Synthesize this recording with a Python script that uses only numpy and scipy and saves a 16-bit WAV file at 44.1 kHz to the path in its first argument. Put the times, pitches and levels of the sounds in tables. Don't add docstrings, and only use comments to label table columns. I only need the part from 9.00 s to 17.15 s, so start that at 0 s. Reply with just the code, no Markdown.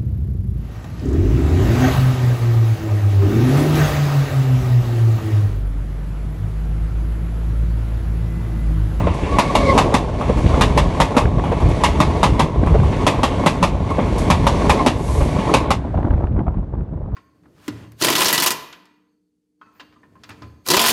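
import sys
import numpy as np
from scipy import signal
from scipy.io import wavfile
from scipy.ndimage import uniform_filter1d, minimum_filter1d

SR = 44100
rng = np.random.default_rng(int(sys.argv[2]) if len(sys.argv) > 2 else 0)


def magnitude_from_level(level_db):
    exponent = np.asarray(level_db, float) / 20
    return 10 ** exponent


def wav_out(sig):
    wavfile.write(sys.argv[1], SR, np.round(np.clip(np.atleast_2d(sig).T, -1, 1) * 32767).astype(np.int16))


N = 359415
LAST_CAR_S = 6.54

# start in seconds, blow in dB, crack in dB, thud in dB,
# tread roughness in dB.
AXLES = [(0.385, -10.5, -18.5, -11.5, 0), (0.551, -12.5, -20, -28, -6), (0.777, -9, -17.5, -27, 5.5),
         (0.94, -13.5, -20, -10.5, -1), (1.61, -13.5, -17.5, -14, 3.5), (1.775, -13.5, -21, -20, -1),
         (2.001, -11, -18.5, -8.5, -1), (2.166, -10.5, -19, -6, -1), (2.836, -10, -17, -14, 1),
         (3.002, -12, -21, -9, -4), (3.23, -9.5, -18.5, -17, 1), (3.394, -13.5, -21, -9.5, -1.5),
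         (4.066, -12, -18, -8.5, 1), (4.232, -13.5, -20.5, -12.5, -13), (4.461, -11.5, -18, -6.5, 0.5),
         (4.627, -12.5, -20.5, -9.5, -2.5), (5.301, -13.5, -19, -10.5, 2), (5.467, -12, -21.5, -36, -9),
         (5.695, -10.5, -17.5, -14, 4), (5.862, -14, -20.5, -9, 2.5), (6.538, -11.5, -17, -12.5, 4),
         (6.705, -12.5, -20.5, -19, -0.5)]
# start in seconds, blow in dB, crack in dB, sizzle in dB.
TIGHT_JOINT = [(0, -19, -32, -42), (0.138, -29, -44, -39), (1.207, -15, -29.5, -42),
               (1.37, -26, -41, -38.5), (2.437, -16.5, -31, -41.5), (2.6, -18.5, -36, -41),
               (2.687, -24, -34, -38.5), (3.661, -17, -31.5, -40), (3.83, -19, -36, -43),
               (4.901, -16.5, -38, -41), (5.062, -25, -45, -46), (5.18, -23, -39, -27),
               (6.3, -42, -52, -42)]
# start in seconds, blow in dB, crack in dB, thud in dB.
LOOSE_JOINTS = [(0.068, -17.5, -26.5, -23), (0.231, -38, -29.5, -26), (0.92, -20, -36, -19),
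                (1.289, -22, -40, -6.5), (1.458, -24, -31, -13), (1.535, -19, -37, -34),
                (1.733, -40, -46, -35), (2.142, -21, -39, -32), (2.25, -33, -54, -25),
                (2.514, -18, -31, -40), (3.739, -23, -39, -25), (3.924, -24, -27.5, -30),
                (4.135, -17, -33, -35), (4.31, -21, -35, -16), (4.435, -20, -41, -19),
                (4.987, -15.5, -27, -7), (5.271, -35, -39, -40), (5.54, -21, -39, -7.5),
                (5.669, -37, -43, -12), (5.791, -16, -38, -29), (6.205, -20.5, -33, -15),
                (6.385, -22, -28, -4), (6.491, -16, -45, -8)]
# frequency in Hz, width in Hz, level in dB.
RAIL_MODES = [(589, 110, 9), (742, 150, 1.5), (859, 130, 12.5), (1015, 130, 8.5), (1126, 72, -0.5),
              (1335, 150, -15.5)]
# frequency in Hz, width in Hz, level in dB.
WHEEL_MODES = [(1510, 150, 9.1), (1710, 160, 19.4), (2020, 230, 27.6), (2296, 310, 24.5), (2600, 260, 28.5),
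               (3060, 440, 15), (3450, 310, 23.6), (3750, 150, 8.6)]
# level in dB, approach in dB/s, leaving in dB/s,
# share of tread roughness, distant train in dB.
WHEEL_PASS = [
    (-25, 22, 55, 1.04, -29),
    (-41, 5, 97.5, 0.83, -50.5),
    (-47.5, 7.5, 121, 1.2, -70.5),
]
# level in dB, approach in dB/s, leaving in dB/s,
# share of tread roughness, distant train in dB.
GROAN_PASS = (-35.5, 24, 60.5, 2.04, -60.5)
# frequency in Hz, density in dB per Hz.
ROAR = [(110, -29), (180, -2.5), (209, -14.5), (257, -2), (280, -5.5), (376, -6.5), (513, -9), (602, -10.5),
        (652, -14), (693, -8), (806, -17), (1020, -11), (1220, -28), (1500, -31.5), (1950, -50.5),
        (3300, -120)]
# frequency in Hz, density in dB per Hz.
RING = [(760, -21.5), (1300, -5), (1410, -1), (1820, -2), (1970, 2.5), (2150, -0.5), (3060, -3.5),
        (3880, -6), (5000, -28), (6500, -36.5), (11000, -120)]
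# frequency in Hz, density in dB per Hz.
HISS = [(2650, -16), (4500, 9), (4960, 2), (5660, 5.5), (10600, -5), (11300, -9), (11900, -9.5),
        (12500, -24.5), (16200, -69.5), (22000, -120)]
# frequency in Hz, width in Hz, level in dB.
RAIL_SONG = [(419, 55, -14), (603, 69, -13.5), (860.4, 48, -14.5), (1098, 78, -14)]
# frequency in Hz, width in Hz, level in dB.
WHEEL_SONG = [(1730, 90, -12.5), (2192, 120, -7.5), (2383, 70, -12.5), (3430, 140, -19.5)]
# time in seconds, tooth mesh in Hz, load in dB.
WHINE = [
    [(.27, 1116, -40), (.33, 1117, -26), (.43, 1115, -27), (.49, 1115, -24), (.55, 1116, -22)],
    [(.55, 1107, -23), (.59, 1112, -19), (.622, 1114, -16.5), (.648, 1119, -18.5), (.685, 1093, -14),
     (.705, 1080, -12.5), (.73, 1080, -18.5), (.77, 1060, -41)],
    [(1.52, 1063, -29), (1.55, 1065, -23), (1.6, 1020, -36.5)],
    [(4.88, 1089, -10), (4.91, 1077, -29), (5.0, 1123, -35), (5.12, 1120, -42)],
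    [(5.77, 1075, -28), (5.795, 1064, -17), (5.83, 1070, -33)],
]
# multiple of the mesh rate, width in Hz, level in dB,
# growth in dB per dB of load.
WHINE_ORDERS = [(.5, 40, -1.5, 1.2), (1, 55, 1, 0.91), (1.5, 90, -22.5, 1.5), (1.9, 120, -15, 1.8),
                (2, 80, -12.5, 1.2), (3.5, 2000, -21.5, 1.2), (4, 200, -35, 1.9)]
# start in seconds, peak in dB, pitch in Hz.
SLEEPER = [(0.067, -7, 490), (1.29, -4.5, 440), (2.516, -4, 450), (3.742, -4, 466), (4.981, -6.5, 464),
           (6.207, -9, 525)]
# centre in seconds, length in seconds, level in dB.
VENT = (6.15, 0.11, -39.5)
# centre in seconds, peak in dB, half length in seconds.
GUSTS = [(.03, -14.5, .06), (.24, -22, 0.017), (.57, -15, 0.021), (.74, -17, 0.19), (1.3, -19, 0.093),
         (1.55, -14.5, 0.21), (1.85, -12.5, 0.047), (2.02, -11.5, 0.0082), (2.25, -18.5, 0.059),
         (2.45, -18, .08), (2.66, -12.5, 0.06), (2.84, -21, 0.021), (2.98, -16, 0.14), (3.3, -15.5, 0.06),
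         (3.43, -12, 0.024), (3.68, -12, 0.077), (3.85, -13.5, 0.11), (4.35, -24, 0.1), (4.7, -21, 0.21),
         (5.1, -18, 0.14), (5.45, -15, 0.14), (5.71, -15.5, 0.043), (6.2, -17, 0.14), (6.62, -23, 0.12),
         (6.99, -16, 0.02), (7.13, -15, 0.044), (7.35, -21, 0.16), (7.57, -20, 0.049), (7.79, -23, 0.035),
         (8.13, -23, 0.056)]
# frequency in Hz, density in dB per Hz.
BUFFET = [(12, -46), (20, -30.5), (36, 4.5), (86, -0.5), (140, -5), (195, -9), (233, -15.5), (408, -24),
          (879, -35.5), (1050, -37), (9000, -94.5), (11700, -128), (19800, -120)]
# start in seconds, peak in dB, pitch in Hz,
# sharp edge in dB.
SLAPS = [(0.23, -2.5, 69.6, -22), (1.372, -2, 95, -22), (1.458, -1, 61.9, -20.5), (1.539, 2, 69.6, -13.5),
         (2.252, 3.5, 103, -14), (2.372, 3, 131, -28), (2.391, -17, 102, -16), (2.639, -3, 67.3, -23),
         (3.632, 6.5, 215, -16), (3.669, -3, 61.9, -14.5), (3.796, -9, 89, -17), (6.22, 1, 63.5, -18),
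         (6.97, -1, 75, -28), (7.048, 0, 84, -27), (7.104, 1, 71, -20.5), (7.139, 5, 75, -30.5),
         (7.222, -10, 107, -42), (7.239, 0, 74, -31), (7.31, -0.5, 99.6, -43), (7.362, -2, 61.6, -33),
         (7.387, -3, 264, -31), (7.395, -1.5, 88.8, -32), (7.48, -7, 59.6, -35), (7.535, -14, 71, -40),
         (7.57, -2.5, 140, -40), (7.748, -21, 61.9, -45), (7.797, -6.5, 67, -50), (7.925, -7, 124, -61),
         (8, -8.5, 80, -51)]
# centre in seconds, peak in dB, half length in seconds.
TEARS = [(6.85, -26.5, 0.04), (6.975, -21.5, 0.029), (7.055, -20, 0.029), (7.125, -21.5, 0.013),
         (7.19, -29, 0.027), (7.245, -26.5, 0.03), (7.365, -24, 0.0049), (7.395, -22.5, 0.02),
         (7.483, -24, 0.019), (7.545, -27, 0.0079), (7.578, -37, 0.01), (7.638, -35, 0.0087),
         (7.74, -26.5, 0.0078), (7.8, -34, 0.015), (7.935, -31.5, 0.0062), (8.03, -37, 0.033),
         (8.145, -33, 0.0091)]
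# frequency in Hz, density in dB per Hz.
RASP = [(150, -37), (250, -1.5), (407, -15.5), (632, -11), (816, -17.5), (885, -15.5), (1030, -19.5),
        (4000, -73), (5200, -92.5), (8800, -120)]
# frequency in Hz, density in dB per Hz.
RECEDING = [(880, -25.5), (1500, -6), (3090, -21.5), (3460, -19.5), (4900, -29), (9490, -36.5),
            (12000, -49.5), (15600, -76), (22000, -120)]
# start in seconds, peak in dB, brightness in Hz.
GRIT = [(6.951, -30, 1300), (6.9757, -24, 1300), (6.9815, -28, 1300), (7.002, -27, 1300),
        (7.0294, -25, 1310), (7.0497, -21, 1300), (7.0718, -28, 1300), (7.106, -24.5, 1300),
        (7.1377, -25.5, 1290), (7.1794, -31, 1300), (7.201, -33.5, 1300), (7.2383, -27, 1300),
        (7.2706, -29, 1300), (7.3248, -37, 1300), (7.3657, -34, 1290), (7.3926, -28, 1300),
        (7.4004, -25, 1290), (7.468, -32, 1290), (7.4805, -28, 1300), (7.544, -40, 1300),
        (7.574, -37, 1290), (7.638, -40, 1300), (7.7338, -42, 1300), (7.7508, -39, 1300),
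        (7.7867, -44, 1290), (7.8077, -41, 1310), (7.8875, -45, 1300), (7.9344, -47, 1300),
        (8.1189, -43, 1300)]


def joints():
    out = np.zeros(N)
    for s, blow_db, crack_db, thud_db, _ in AXLES:
        echo = 0.14 * (s < LAST_CAR_S)
        add(out, s, clack(blow_db, crack_db, crack_db - 8.5, thud_db, t60=.14, rise=0.00088, echo=echo))
    far = [(s, blow_db, crack_db, sizzle_db, blow_db - 2)
           for s, blow_db, crack_db, sizzle_db in TIGHT_JOINT]
    far += [(s, blow_db, crack_db, crack_db - 23, thud_db)
            for s, blow_db, crack_db, thud_db in LOOSE_JOINTS]
    for s, *blow in far:
        add(out, s, magnitude_from_level(-6.5) * clack(*blow, t60=0.31, rise=0.0031, top_hz=3500))
    return out


def clack(blow_db, crack_db, sizzle_db, thud_db, t60, rise, echo=0.048, top_hz=7570):
    t = np.arange(int(.22 * SR)) / SR
    noise, chance, hiss = rng.standard_normal((3, len(t)))
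    chatter = noise * (0.46 + 1.5 * (chance > 2.2))
    chatter[0] += 6.0

    rail_ring = struck(RAIL_MODES, chatter, spread=0.023)
    wheel_ring = struck(WHEEL_MODES, chatter, spread=0.051)
    rail = band(rail_ring + evened(chatter), 528, 1277, order=4)
    wheel = band(wheel_ring + 0.39 * evened(chatter), 1300, top_hz, order=3)
    sizzle = band(hiss + 0.69 * chatter, 2900, 10000, order=1)
    sizzle = sizzle * (1 + 1.1 * np.exp(-t / 0.0074))
    rail = rail * (1.0 + np.exp(-t / 0.014))
    layers = [(blow_db, rail), (crack_db, wheel), (sizzle_db, sizzle)]
    body = sum(magnitude_from_level(db) * x / np.std(x[:800]) for db, x in layers)

    held = np.maximum(t - .012, 0)
    shape = np.minimum(t / rise, 1) * (magnitude_from_level(-60 * held / t60) + echo * magnitude_from_level(-60 * t / 0.59))
    thud = np.sin(2 * np.pi * rng.uniform(156, 289) * t) + 0.5 * band(noise, 100, 360, order=2)
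    thud = thud * np.minimum(t / 0.006, 1) * magnitude_from_level(-60 * t / 0.06)
    return (shape * body + magnitude_from_level(thud_db + 8.0) * thud) * np.minimum((t[-1] - t) / .05, 1)


def struck(modes, drive, spread):
    detune = 1 + spread * rng.standard_normal(len(modes))
    return evened(sum(magnitude_from_level(db) * mode(drive, hz * d, width) / np.sqrt(width)
                      for (hz, width, db), d in zip(modes, detune)))


def rolling():
    roar_gain, ring_gain, hiss_gain = (passing(*layer) for layer in WHEEL_PASS)
    tremble, rattle = flicker(hz=30), flicker(hz=140)
    contact = rng.standard_normal(N)
    roar = patchy(ROAR, patchy_db=1.5, size=1024) + song(RAIL_SONG, contact)
    ring = patchy(RING, patchy_db=1.2, size=512) + song(WHEEL_SONG, contact)
    hiss = patchy(HISS, patchy_db=.8, size=512)
    roar = roar_gain * magnitude_from_level(1.65 * tremble + 1.83 * rattle) * roar
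    ring = ring_gain * magnitude_from_level(0.42 * tremble + 0.87 * rattle) * ring
    hiss = hiss_gain * magnitude_from_level(0.56 * tremble + 0.57 * rattle) * hiss
    groan = passing(*GROAN_PASS) * magnitude_from_level(2.3 * tremble) * band(rng.standard_normal(N), 200, 353, order=2)
    behind = np.arange(N) / SR - LAST_CAR_S
    body_fade = np.clip((.3 - behind) / .15, 0, 1)
    hiss_fade = np.clip((.14 - behind) / .1, 0, 1)
    return (roar + groan + ring) * body_fade + hiss * hiss_fade


def passing(level_db, coming_db, leaving_db, share, distant_db):
    step = 64
    s, rough_db = np.transpose(AXLES)[[0, -1], :, None]
    since = np.arange(0, N + step, step) / SR - s
    slope = np.where(since < 0, coming_db - 23.7 * since, -leaving_db)
    wheel_db = level_db + share * rough_db + slope * since
    power = np.repeat(magnitude_from_level(2 * wheel_db).sum(0), step)[:N]
    return np.sqrt(power + magnitude_from_level(2 * distant_db))


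def song(modes, drive):
    return sum(magnitude_from_level(db) * evened(mode(mode(drive, hz, w), hz, w)) for hz, w, db in modes)


def whine():
    out = np.zeros(N)
    full_load_db = -16
    tone_share = 0.43
    for rows in WHINE:
        s, *columns = np.transpose(rows)
        t = np.arange(s[0], s[-1], 1 / SR)
        mesh_hz, load_db = (np.interp(t, s, c) for c in columns)
        steady = evened(np.sin(2 * np.pi * np.cumsum(mesh_hz) / SR))
        total = np.zeros(len(t))
        for k, width, db, growth in WHINE_ORDERS:
            noise = rng.standard_normal(len(t))
            wavering = evened(resonate(resonate(noise, k * mesh_hz, width), k * mesh_hz, width))
            order = (1 - tone_share / (1 + (k - 1) ** 2)) * wavering + tone_share * (k == 1) * steady
            total += magnitude_from_level(full_load_db + db + growth * (load_db - full_load_db)) * order
        add(out, s[0], total * signal.windows.tukey(len(t), .25))
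    return out


def sleeper():
    out, t = np.zeros(N), np.arange(3000) / SR
    decay = magnitude_from_level(-60 * np.maximum(t - .01, 0) / 0.076)
    for s, db, hz in SLEEPER:
        hollow = evened(mode(mode(rng.standard_normal(len(t)), hz, 340), hz, 340))
        add(out, s, magnitude_from_level(db - 8.5) * hollow * np.minimum(t / 0.0033, 1) * decay)
    return out


def vent():
    s, length, db = VENT
    swell = np.exp(-((np.arange(N) / SR - s) / length) ** 2 / 2)
    return magnitude_from_level(db) * swell * band(rng.standard_normal(N), 4200, 11500, order=1)


def slipstream():
    behind = np.maximum(np.arange(N) / SR - LAST_CAR_S, 0)
    draught_db = -21 - 2.5 * behind
    air = evened(patchy(BUFFET, patchy_db=1.0, size=2048) * magnitude_from_level(1.5 * flicker(hz=22.2)))
    out = np.sqrt(swells(GUSTS) + magnitude_from_level(2 * draught_db)) * air
    out = signal.sosfilt(signal.butter(4, 40, "high", fs=SR, output="sos"), out)
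    t = np.arange(2600) / SR
    late = np.maximum(t - .003, 0)
    for s, db, hz, edge_db in SLAPS:
        swing = -np.sin(2 * np.pi * hz * t) * np.exp(-t * hz / 0.66) * (1 - np.exp(-(t / 0.0014) ** 2))
        tick = band(rng.standard_normal(len(t)) * late * np.exp(-late / 0.0014), 300, 500, order=1)
        tick = signal.lfilter(*signal.butter(4, 2100, fs=SR), tick)
        add(out, s, magnitude_from_level(db - 3.0) * swing + magnitude_from_level(edge_db - 13.5) * tick)
    return signal.lfilter(*signal.butter(1, 25, "high", fs=SR), out)


def wake():
    t = np.arange(N) / SR
    behind = t - 6.74
    clumps = evened(magnitude_from_level(5.0 * flicker(hz=80)))
    rasp = np.sqrt(swells(TEARS) + magnitude_from_level(2 * -43)) * patchy(RASP, patchy_db=1.5, size=512) * clumps
    cut_db = -6.5 * np.clip((t - 7.28) / .02, 0, 1)
    hiss_gain = magnitude_from_level(-47.5 - 21.5 * behind + cut_db) + magnitude_from_level(-70.5)
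    hiss = hiss_gain * patchy(RECEDING, patchy_db=0.5, size=512)
    return (rasp + hiss) * np.clip(behind / 0.045, 0, 1)


def grit():
    out, t = np.zeros(N), np.arange(500) / SR
    for s, db, hz in GRIT:
        tick = rng.standard_normal(len(t)) * np.exp(-t / .0024)
        tick = signal.lfilter(*signal.butter(2, [200, hz], "bandpass", fs=SR), tick)
        tick = signal.lfilter(*signal.butter(3, 2800, fs=SR), tick)
        add(out, s, magnitude_from_level(db - 0.5) * tick / abs(tick).max())
    return out


def swells(rows):
    s, db, half = np.transpose(rows)[:, :, None]
    t = np.arange(0, N / SR + .002, .001)
    power = (magnitude_from_level(2 * db) * np.exp(-((t - s) / np.maximum(half, .004)) ** 2)).sum(0)
    return np.interp(np.arange(N) / SR, t, power)


def patchy(spectrum, patchy_db, size):
    frames, hz = 4 * N // size + 5, np.fft.rfftfreq(size, 1 / SR)
    a, b, patches = rng.standard_normal((frames, len(hz), 3)).T
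    patches = uniform_filter1d(patches, size=size // 128, axis=0)
    patches = evened(uniform_filter1d(patches, size=8192 // size, axis=1))
    f, db = np.transpose(spectrum)
    colour_db = np.interp(np.log(hz + 1), np.log(f), db, left=-90, right=-90)[:, None]
    z = (a + 1j * b) * magnitude_from_level(colour_db + patchy_db * patches)
    return evened(signal.istft(z, nperseg=size, noverlap=3 * size // 4)[1][:N])


def flicker(hz):
    return evened(signal.lfilter(*signal.butter(2, hz, fs=SR), rng.standard_normal(N)))


def mode(x, hz, width):
    pole = np.exp((2j * hz - width) * np.pi / SR)
    return 2 * signal.lfilter([1 - abs(pole)], [1, -pole], x).real


def resonate(x, hz, width):
    turn = np.exp(2j * np.pi * np.cumsum(hz * np.ones(len(x))) / SR)
    r = np.exp(-np.pi * width / SR)
    return 2 * (turn * signal.lfilter([1 - r], [1, -r], x / turn)).real


def band(x, lo_hz, hi_hz, order=2):
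    sos = signal.butter(order, [lo_hz, hi_hz], "bandpass", fs=SR, output="sos")
    return evened(signal.sosfilt(sos, x))


def evened(x):
    return x / np.sqrt(np.mean(x ** 2) + 1e-20)


def add(mix, s, sound):
    part = mix[round(s * SR):][:len(sound)]
    part += sound[:len(part)]


def scene():
    train = joints() + rolling() + whine() + sleeper() + vent()
    return (train + slipstream() + wake() + grit())[None]


def roll_off(x):
    return signal.sosfilt(signal.butter(12, 12610, fs=SR, output="sos"), x)


def record(dry):
    peak = -minimum_filter1d(-abs(dry), size=201, axis=1)
    held = dry / uniform_filter1d(np.maximum(peak / .99, 1), size=151, axis=1)
    low_pass = signal.firwin(201, 11850, window=("kaiser", 9), fs=SR)
    narrow = signal.oaconvolve(held, low_pass[None], "same")
    return roll_off(np.clip(narrow, -1, 1))


dry = scene()
out = record(dry)
wav_out(out)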